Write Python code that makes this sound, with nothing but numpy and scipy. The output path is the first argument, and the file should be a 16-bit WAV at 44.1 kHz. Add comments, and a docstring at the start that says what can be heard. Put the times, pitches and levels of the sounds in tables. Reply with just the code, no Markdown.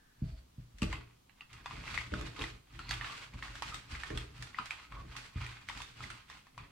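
"""A jar is set down on a kitchen counter and shudders to rest over a faint, fading narrow hiss.
A hand mixer is picked up, and its idle beaters stir dry oats in a plastic bowl: taps ring the
wall's modes, and random grains make the scrapes and the rustle of flakes. Throughout, thumps and
rumble reach the microphones through their stand as dying counter modes, the kitchen answers with
an echo and a short tail of sparse reflections, and shaped noise gives a quiet room tone."""
import sys
import numpy as np
from scipy import signal
from scipy.fft import rfft, irfft, next_fast_len
from scipy.io import wavfile
from scipy.ndimage import uniform_filter1d

SR = 44100
rng = np.random.default_rng(int(sys.argv[2]) if len(sys.argv) > 2 else 0)


def store_wav(level_fs):
    """Save 16-bit WAV to argv[1]."""
    pcm = np.round(np.clip(np.atleast_2d(level_fs), -1, 1) * 32767)
    wavfile.write(sys.argv[1], SR, pcm.T.astype(np.int16))


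def linear_from_db(decibels):
    """Turn decibels (scalar or array-like) into linear amplitude factors; 0 gives 1."""
    return 10 ** (np.asarray(decibels, float) / 20)


N = 295899

# Modes of the counter. Each row: frequency in Hz, relative level in dB, t60 in seconds.
COUNTER_MODES = [(48.4, 8, 0.23), (63.1, -1.5, 0.49), (90.7, -3.5, 0.3), (119.1, -2.5, 0.43),
                 (150, -4.5, 0.25), (188.7, -3.5, 0.17), (234.8, 2.5, 0.086), (281.2, -1, 0.11),
                 (330.3, -1, 0.075), (415, 2, 0.041), (481, -0.5, 0.029), (602.5, -2, 0.06)]
# Modes of the bowl. Each row: frequency in Hz, relative level in dB, t60 in seconds.
BOWL_MODES = [(857, -5, 0.024), (1000, -6.5, 0.026), (1122, -5.5, 0.057), (1281, -2.5, 0.029),
              (1518, 2.5, 0.012), (1955, 1, 0.019), (2100, 3, 0.012), (2490, 0.5, 0.014), (2763, 2, 0.014),
              (3310, 0, 0.015), (3800, -9.5, 0.031), (4496, -10.5, 0.029), (4820, -9.5, 0.02)]


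def unit_rms(x):
    """Normalization by energy: the root mean square becomes one."""
    return x / np.sqrt(np.mean(x ** 2) + 1e-20)


def unit_peak(x):
    """Normalization by amplitude: the largest excursion becomes one."""
    return x / abs(x).max()


def read_curve(points, hz):
    """Interpolation along a logarithmic frequency axis, as pitch is heard."""
    point_hz, value = np.transpose(points)
    return np.interp(np.log(hz + 1), np.log(point_hz + 1), value)


def add(mix, start_s, sound):
    """Superposition: pressures add from the start time on."""
    part = mix[..., round(start_s * SR):][..., :sound.shape[-1]]
    part += sound[..., :part.shape[-1]]


def colour(x, spectrum):
    """Linear filtering: each frequency is scaled by its own gain in dB."""
    size = next_fast_len(x.shape[-1])
    gain = linear_from_db(read_curve(spectrum, np.fft.rfftfreq(size, 1 / SR)))
    return irfft(rfft(x, size) * gain, size)[..., :x.shape[-1]]


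def ring(modes, seconds, rise_s, gain=1, tune=1):
    """Modal synthesis: dying sines, each struck by its own gain, swell over the contact time."""
    hz, db, t60 = np.transpose(modes)[:, :, None]
    t = np.arange(round(seconds * SR)) / SR
    sines = np.sin(2 * np.pi * hz * np.reshape(tune, (-1, 1)) * t)
    each = linear_from_db(db - 60 * t / t60) * sines
    contact = 1 - np.exp(-(t / rise_s) ** 2)
    return (np.reshape(gain, (-1, 1)) * each).sum(0) * contact


def favour(modes, hz, octaves, depth_db):
    """Selective excitation: where a blow lands decides which modes speak, those near hz most."""
    apart = np.log2(np.transpose(modes)[0] / hz) / octaves
    return linear_from_db(depth_db * (np.exp(-apart ** 2) - 1.5))


def grains(per_s, spread_db, channels):
    """Stick-slip as shot noise: sparse clicks of random sign, of which a few are large."""
    size = linear_from_db(spread_db * np.minimum(rng.exponential(1, (channels, N)), 4))
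    sign = rng.choice([-1., 1.], (channels, N))
    happens = rng.random((channels, N)) < per_s / SR
    return unit_rms(size * sign * happens)


def clumps(seconds, spread_db):
    """Amplitude modulation by smoothed chance: the level wanders as the wire snags and slips."""
    width = round(seconds * SR)
    once = uniform_filter1d(rng.standard_normal(N), width)
    chance = unit_rms(uniform_filter1d(once, width))
    return linear_from_db(spread_db * np.clip(chance, -2, 2))


def stir(layer):
    """Incoherent addition: overlapping movements add as power to give the level of one layer."""
    # The jar's slide first, then one push of the hand each. Each row: start and end in seconds, then the #
    # levels in dB at the start of the scrape on the bowl, the rustle of the flakes and the counter rumble.
    movements = [(0.24, 0.365, -77.5, -69, -53.5), (0.587, 0.642, -94, -76, -64),
                 (0.882, 0.92, -60.5, -58, -39.5), (0.987, 1.03, -59, -75, -75),
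                 (1.386, 1.437, -71, -77, -84), (1.55, 1.61, -59, -63.5, -54.5),
                 (1.736, 1.922, -51.5, -53.5, -45.5), (1.939, 1.993, -47, -46, -43),
                 (2.167, 2.281, -53, -52.5, -40), (2.416, 2.439, -50, -50, -41.5),
                 (2.758, 2.807, -63.5, -63.5, -51), (2.924, 2.94, -47, -51, -41.5),
                 (3.016, 3.195, -49, -49.5, -48.5), (3.351, 3.63, -61, -63, -47.5),
                 (3.44, 3.59, -59, -55, -51.5), (3.662, 3.743, -54.5, -50.5, -48.5),
                 (3.914, 4.07, -55.5, -54, -50.5), (4.135, 4.226, -56, -54.5, -43),
                 (4.409, 4.438, -60.5, -55.5, -49.5), (4.604, 4.804, -54.5, -57, -61),
                 (4.947, 5.206, -60.5, -63, -45), (5.19, 5.211, -55, -52, -63), (5.41, 5.56, -52, -55, -51),
                 (5.709, 5.86, -58.5, -54.5, -51), (6.01, 6.123, -54, -53, -51.5),
                 (6.322, 6.375, -61, -62, -63), (6.608, 6.64, -60.5, -69, -54)]
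    # Each layer swells into a movement, sags through it and dies after it. # Each list: rates of scrape, rustle
    # and rumble in dB per second.
    swell_rates = [174, 160, 241]
    sag_rates = [19, 17.5, 47]
    die_rates = [140, 138, 133]
    rows = np.transpose(movements)[:, :, None]
    t = np.arange(0, N + 64, 64) / SR
    start, end = rows[0], rows[1]
    swell = swell_rates[layer] * np.maximum(start - t, 0)
    sag = sag_rates[layer] * np.clip(t - start, 0, end - start)
    die = die_rates[layer] * np.maximum(t - end, 0)
    power = (linear_from_db(rows[2 + layer] - swell - sag - die) ** 2).sum(0)
    return np.interp(np.arange(N) / SR, t, np.sqrt(power))


def air():
    """Diffuse noise: room tone and microphone hiss, alike on both sides only in the bass."""
    # Each row: frequency in Hz, relative level in dB per Hz.
    air_spectrum = [(15, -41), (25, 0), (120, -9.5), (248, -11.5), (371, -19.5), (527, -18.5),
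                    (1150, -20.5), (1590, -28.5), (3220, -24.5), (15800, -35)]
    # Each row: frequency in Hz, left-right likeness from -1 to 1.
    likeness = [(130, 0.98), (290, 0.62), (600, -0.87), (1400, 0.22), (8000, -0.12)]
    frames, hz = N // 256 + 5, np.fft.rfftfreq(1024, 1 / SR)
    a, b, c, d, patches = rng.standard_normal((frames, 513, 5)).T
    patches = uniform_filter1d(uniform_filter1d(patches, 10, 0), 14, 1)
    same = np.clip(read_curve(likeness, hz), -1, 1)[:, None]
    left, other = a + 1j * b, c + 1j * d
    z = np.array([left, same * left + np.sqrt(1 - same ** 2) * other])
    # the level differs a little from patch to patch of time and frequency
    z *= linear_from_db(read_curve(air_spectrum, hz)[:, None] + 0.56 * unit_rms(patches))
    noise = signal.istft(z, nperseg=1024, noverlap=768)[1][:, :N]
    return linear_from_db(-66.5) * unit_rms(noise)


def hiss():
    """Resonant filtering of noise: narrow bands that fade to a trace by 0.4 s."""
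    # Each row: frequency in Hz, relative level in dB, t60 in seconds.
    hiss_bands = [(1710, -3, 0.025), (1590, -9, 0.03)]
    noise = rng.standard_normal((2, N))
    bands = signal.oaconvolve(noise, ring(hiss_bands, .05, 0.00031)[None], axes=1)[:, :N]
    level_db = np.interp(np.arange(N) / SR, [0, .14, .4], [-72, -73, -95])
    return unit_rms(bands) * linear_from_db(level_db)


def kitchen(x):
    """Reverberation: a distinct echo, and sparse reflections of random sign dying band by band."""
    # Each row: frequency in Hz, t60 in seconds.
    room_t60 = [(200, 0.43), (1000, 0.24), (10000, 0.26)]
    # Reflection from the ceiling. Each row: delay in seconds, level in dB.
    echoes = [(0.0103, -11.5)]
    out, turn = np.zeros((2, N)), np.arange(N) / SR * 4.466  # radians
    for k in range(3):  # the sound passes steadily from one tail to the next
        walls = np.zeros((2, SR // 2))
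        at = np.arange(200, SR // 2 - 20, 20) + rng.integers(0, 20, (2, (SR // 2 - 201) // 20))
        np.put_along_axis(walls, at, rng.choice([-1., 1.], at.shape), 1)
        hz, t, z = signal.stft(walls, SR, nperseg=256)
        dying = z * linear_from_db(-60 * t / read_curve(room_t60, hz)[:, None])
        tail = signal.istft(dying, SR, nperseg=256)[1]
        tail = linear_from_db(-3) * tail / np.linalg.norm(tail[0])
        share = np.sqrt(2 / 3) * np.cos(turn + k * np.pi / 3)
        out += signal.fftconvolve(x * share, tail, axes=1)[:, :N]
    for delay_s, db in echoes:
        add(out[0], delay_s, linear_from_db(db) * x[0])
        add(out[1], delay_s + .0003, linear_from_db(db) * x[1])  # reaches the right microphone later
    return out


def jar():
    """Cavity resonance: slips of the jar shuddering to rest make its hollow hum along."""
    # Hollow of the empty jar. Each row: frequency in Hz, relative level in dB, t60 in seconds.
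    hollow = [(643, 0, 0.11)]
    # The shudder: start and end in seconds, level in dB.
    start, end, db = (0.216, 0.35, -75)
    out = np.zeros(N)
    slips = grains(470, 4.3, channels=1)[0, :round((end - start) * SR)]
    add(out, start, linear_from_db(db) * unit_rms(np.convolve(slips, ring(hollow, 0.1, 0.0011))))
    return out


def rubs():
    """Friction-driven resonance: quick uneven slips make one mode sing."""
    # Jar or wire on a bare surface. Each row: start and end in seconds, level in dB, mode in Hz.
    rub_rows = [(0.229, 0.396, -76, 4500), (2.377, 2.43, -55.5, 1100), (2.79, 2.88, -65, 4240),
                (2.891, 2.918, -50.5, 4420), (3.018, 3.14, -55.5, 1155), (3.434, 3.485, -58.5, 1140),
                (3.716, 3.742, -52, 1260), (4.107, 4.175, -63, 1080), (4.918, 5.011, -54.5, 1120)]
    out = np.zeros(N)
    for start, end, db, hz in rub_rows:
        slips = grains(2300, 0.6, channels=1)[0, :round((end - start) * SR)]
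        mode = ring([(hz, 0, 34 / hz)], 0.043, 0.00028)  # dies by 60 dB within 34 swings
        add(out, start, linear_from_db(db) * unit_rms(np.convolve(slips, mode)))
    return out


def counter_signs():
    """Modal polarity: modes swing with or against the blow; low and upper ones part at 300 Hz."""
    sign = (-1) ** (np.arange(len(COUNTER_MODES)) // 2)
    upper = sign * (np.transpose(COUNTER_MODES)[0] > 300)
    return sign - upper, upper


def thumps():
    """Impulse response: each blow rings the counter's low and upper modes."""
    # Each row: start in seconds, peak of the low modes in dB, favoured pitch in Hz,
    # hardness as the peak of the upper modes relative to the low ones in dB.
    thump_rows = [(0.217, -23.5, 153, -32.5), (0.321, -35.5, 63.6, -48), (0.577, -36.5, 139, -29),
                  (0.739, -45, 50.4, -39), (0.818, -20.5, 198, -15), (0.855, -28, 54.6, -37),
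                  (0.935, -38.5, 99, -23), (2.119, -30.5, 68.6, -8.5), (2.129, -31, 195, -11.5),
                  (2.205, -47.5, 344, 4.5), (2.387, -43.5, 353, 2), (2.408, -35, 120, -13.5),
                  (3.336, -40.5, 74.4, -38), (3.921, -34.5, 65.6, -39), (4.102, -34.5, 410, -2),
                  (4.154, -32.5, 61, -18), (4.238, -52.5, 410, 1), (4.591, -43.5, 222, -16),
                  (5.354, -27.5, 95.5, -30), (5.413, -37.5, 111, -41)]
    low_sign, upper_sign = counter_signs()
    out = np.zeros((2, N))
    for s, db, hz, hard_db in thump_rows:
        speak = favour(COUNTER_MODES, hz, 0.57, 13.9)
        low = unit_peak(ring(COUNTER_MODES, .6, 0.0042, low_sign * speak))
        upper = unit_peak(ring(COUNTER_MODES, .6, 0.0028, upper_sign * speak))
        add(out, s, linear_from_db([[db], [db + hard_db]]) * [low, upper])
    return out


def rumble():
    """Forced vibration: grains of the dragged bowl keep the low and upper counter modes going."""
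    low_sign, upper_sign = counter_signs()
    # the bowl's weight shifts the upper modes: four loadings sound together
    loads = 1 + 0.086 * rng.standard_normal((4, len(COUNTER_MODES)))
    speak = favour(COUNTER_MODES, 116, 0.27, 4.8)
    bodies = [ring(COUNTER_MODES, .6, 0.012, low_sign * speak)]
    bodies += [ring(COUNTER_MODES, .6, 0.0057, upper_sign, tune) for tune in loads]
    drag = signal.oaconvolve(grains(220, 3.6, channels=5), np.array(bodies), axes=1)[:, :N]
    return stir(layer=2) * [unit_rms(drag[0]), linear_from_db(-18.5) * unit_rms(drag[1:].sum(0))]


def counter():
    """Structure-borne sound: low, then upper modes reach both microphones through the stand."""
    # Lags of the left microphone in seconds: low modes, upper modes.
    left_lags = [.00022, .0007]
    layers = thumps() + rumble()
    out = np.array([[np.roll(x, round(lag_s * SR)), x] for x, lag_s in zip(layers, left_lags)])
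    stand = signal.butter(4, 37, "high", fs=SR, output="sos")  # passes no slow sway
    return signal.sosfilt(stand, out)


def knock(hz, spot, shift, rise_s, narrow_db):
    """Mass loading: hand and oats pressing on the struck wall shift its modes a little."""
    modes_hz = np.transpose(BOWL_MODES)[0]
    nearest = modes_hz == modes_hz[abs(modes_hz - hz).argmin()]
    tune = np.where(nearest, hz / modes_hz, 1 + 0.056 * shift)
    octave = linear_from_db(-5) * favour(BOWL_MODES, 2 * hz, 0.12, 26)  # joins in
    speak = np.maximum(favour(BOWL_MODES, hz, 0.22, narrow_db), octave)
    return unit_peak(ring(BOWL_MODES, .06, rise_s, speak * spot, tune))


def scrape(snag):
    """Source-filter principle: wire catches on flakes and wall excite the bowl at many spots."""
    out = np.zeros((2, N))
    for hz in np.geomspace(950, 4200, num=12):
        # the beaters pass each spot now and then
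        catches = grains(50, 3.5, channels=2) * clumps(0.067, 1.6)
        spot, shift = rng.standard_normal((2, len(BOWL_MODES)))
        body = knock(hz, np.sign(spot), shift, 0.0003, 9.5) * linear_from_db(-3 * np.log2(hz / 950))
        both_sides = catches + 0.71 * catches[::-1]
        out += signal.oaconvolve(both_sides, body[None], axes=1)[:, :N]
    return stir(layer=0) * unit_rms(snag * out)


def rustle(snag):
    """Granular noise: tumbling flakes give a finer, brighter crackle of dense small clicks."""
    # Each row: frequency in Hz, relative level in dB per Hz.
    flake_spectrum = [(880, -16), (1500, -6), (2060, -8), (4520, -12), (5670, -16.5), (7700, -21),
                      (15800, -44.5)]
    crackle = colour(grains(2200, 2.5, channels=2), flake_spectrum)
    return stir(layer=1) * unit_rms(snag * crackle)


def scrape_and_rustle():
    """Common modulation: one snagging motion drives both scrape and rustle."""
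    snag = clumps(0.017, 2.83)
    return scrape(snag) + rustle(snag)


def taps():
    """Impact excitation: a short ring of the bowl, two rebounds and a crack of treble each."""
    # Hard plastic and wire; the row at 0.829 s is the strong ceiling echo of the tap just before it. # Each
    # row: start in seconds, level of the ring in dB, # favoured pitch in Hz, treble crack relative to the ring
    # in dB.
    tap_rows = [(0.784, -63.5, 3500, 13.5), (0.819, -28, 2770, -8.5), (0.82, -34, 1166, -21),
                (0.829, -30.5, 2730, -6), (0.927, -29, 2100, -12), (0.93, -32, 1005, -38),
                (0.955, -40, 2610, -23), (1.295, -50, 1680, -19), (1.408, -36, 2746, -21),
                (1.53, -51, 2100, 2.5), (1.659, -29.5, 1000, -15.5), (1.709, -35.5, 990, -32),
                (1.9761, -22, 2100, -18), (2.12, -42, 2170, -25), (2.138, -27, 1486, -18),
                (2.211, -40, 1230, -2.5), (2.392, -33, 3800, -15), (2.412, -31, 2690, -12),
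                (2.419, -30, 3250, -10), (2.439, -28.5, 1930, -18), (2.791, -36.5, 1394, -10),
                (2.799, -42, 1310, -16), (2.892, -37, 2400, -3), (2.909, -24, 1630, -8),
                (2.939, -34.5, 3190, -8), (3.011, -28, 1814, -42), (3.045, -29.5, 1740, -23),
                (3.337, -45.5, 2350, -9), (3.425, -29, 2033, -28), (3.481, -42, 1820, -13),
                (3.554, -37.5, 1605, -8), (3.622, -26, 970, -10.5), (3.678, -46, 1270, -5),
                (3.743, -35, 3680, -1), (3.951, -34.5, 2100, -29), (4.034, -29.5, 1800, -13),
                (4.103, -35.5, 1810, -17), (4.174, -31, 3350, -5), (4.424, -36.5, 1755, -3.5),
                (4.545, -34.5, 1936, -40), (4.586, -24, 1263, -26), (4.657, -40.5, 4760, -1),
                (4.707, -25, 2363, -15.5), (4.922, -39.5, 1250, -19), (5.153, -42, 1090, -20),
                (5.165, -37.5, 3300, -0.5), (5.464, -33.5, 1930, -11), (5.687, -29, 2120, -10),
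                (5.697, -32, 967, -16), (5.774, -35.5, 2306, -8), (5.803, -36, 1018, -9),
                (5.818, -37.5, 3550, -2), (6.005, -36, 1280, -16), (6.039, -35.5, 2040, -16),
                (6.102, -37, 1364, -5.5), (6.299, -39.5, 1015, -8.5), (6.468, -48, 970, -15),
                (6.578, -34.5, 1012, -16.5)]
    # Each row: frequency in Hz, relative level in dB per Hz.
    crack_spectrum = [(900, -21.5), (1600, -7.5), (2400, -6.5), (5000, -12), (8000, -17.5), (15800, -40)]
    out, wall = np.zeros((2, N)), np.zeros((2, N))
    t = np.arange(round(.05 * SR)) / SR
    crack_shape_db, crack_rise = -60 * t / 0.033, np.minimum(t / 0.00054, 1)
    for s, db, hz, crack_db in tap_rows:
        spot, shift = rng.standard_normal((2, len(BOWL_MODES)))
        body = knock(hz, np.sign(spot) * linear_from_db(2.8 * spot), shift, 0.00076, 16.4)
        # the room hears the whole wall, not one spot
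        whole = knock(hz, np.sign(shift), spot, 0.00039, 11.6)
        add(wall, s, linear_from_db(db) * (whole - body))
        pan_db = 5.4 * rng.standard_normal()
        add(out, s, linear_from_db(db) * body * linear_from_db([[pan_db / 2], [-pan_db / 2]]))
        for late, size in rng.random((2, 2)):  # rebounds 5 to 30 ms later, the later the weaker
            chatter = knock(hz * (1 + size), np.sign(shift), spot, 0.00045, 9.4)
            add(out, s + .025 * (.2 + late), linear_from_db(db - 8.5 * (1.5 + late)) * chatter)
        crack = unit_rms(colour(rng.standard_normal((2, len(t))), crack_spectrum))
        crack = linear_from_db(db + crack_db + crack_shape_db) * crack_rise * crack
        lean_db = 1.4 * (s < .9)  # the jar stands left: its treble reaches that microphone
        add(out, s, crack * linear_from_db([[lean_db], [-lean_db]]))
    return out, out + wall


def microphone_ports(left, right):
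    """Directivity: the two ports hear the bowl with different colour."""
    # Each row: frequency in Hz, left minus right in dB.
    port_difference = [(300, 0), (700, -1), (1290, -1), (2380, -1.5), (4400, -4.5), (8120, 7), (15000, 4)]
    pairs = (left, 1), (right, -1)
    return np.array([colour(x, np.multiply(port_difference, [1, side / 2])) for x, side in pairs])


def scene():
    """Superposition of airborne sound with its reverberation, stand-borne sound and noise."""
    near, far = taps()
    friction = rubs() + jar() + scrape_and_rustle()
    low, upper = counter()
    # the lowest modes travel by the stand, hardly by air
    airborne = far + friction + linear_from_db(-33.0) * low + linear_from_db(5.0) * upper
    left, right = near + friction + kitchen(airborne)
    return microphone_ports(left, right) + low + upper + hiss() + air()


def low_pass(x):
    """Removes everything above the highest recorded frequency."""
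    return signal.sosfilt(signal.butter(12, 16490, fs=SR, output="sos"), x)


def record(dry):
    """Band limiting: a linear-phase low-pass filter cuts the mix at 15950 Hz."""
    edge = signal.firwin(511, 15950, window=("kaiser", 9), fs=SR)
    mix = signal.oaconvolve(dry, edge[None], "same", axes=1)
    return low_pass(mix)


dry = scene()
out = record(dry)
store_wav(out)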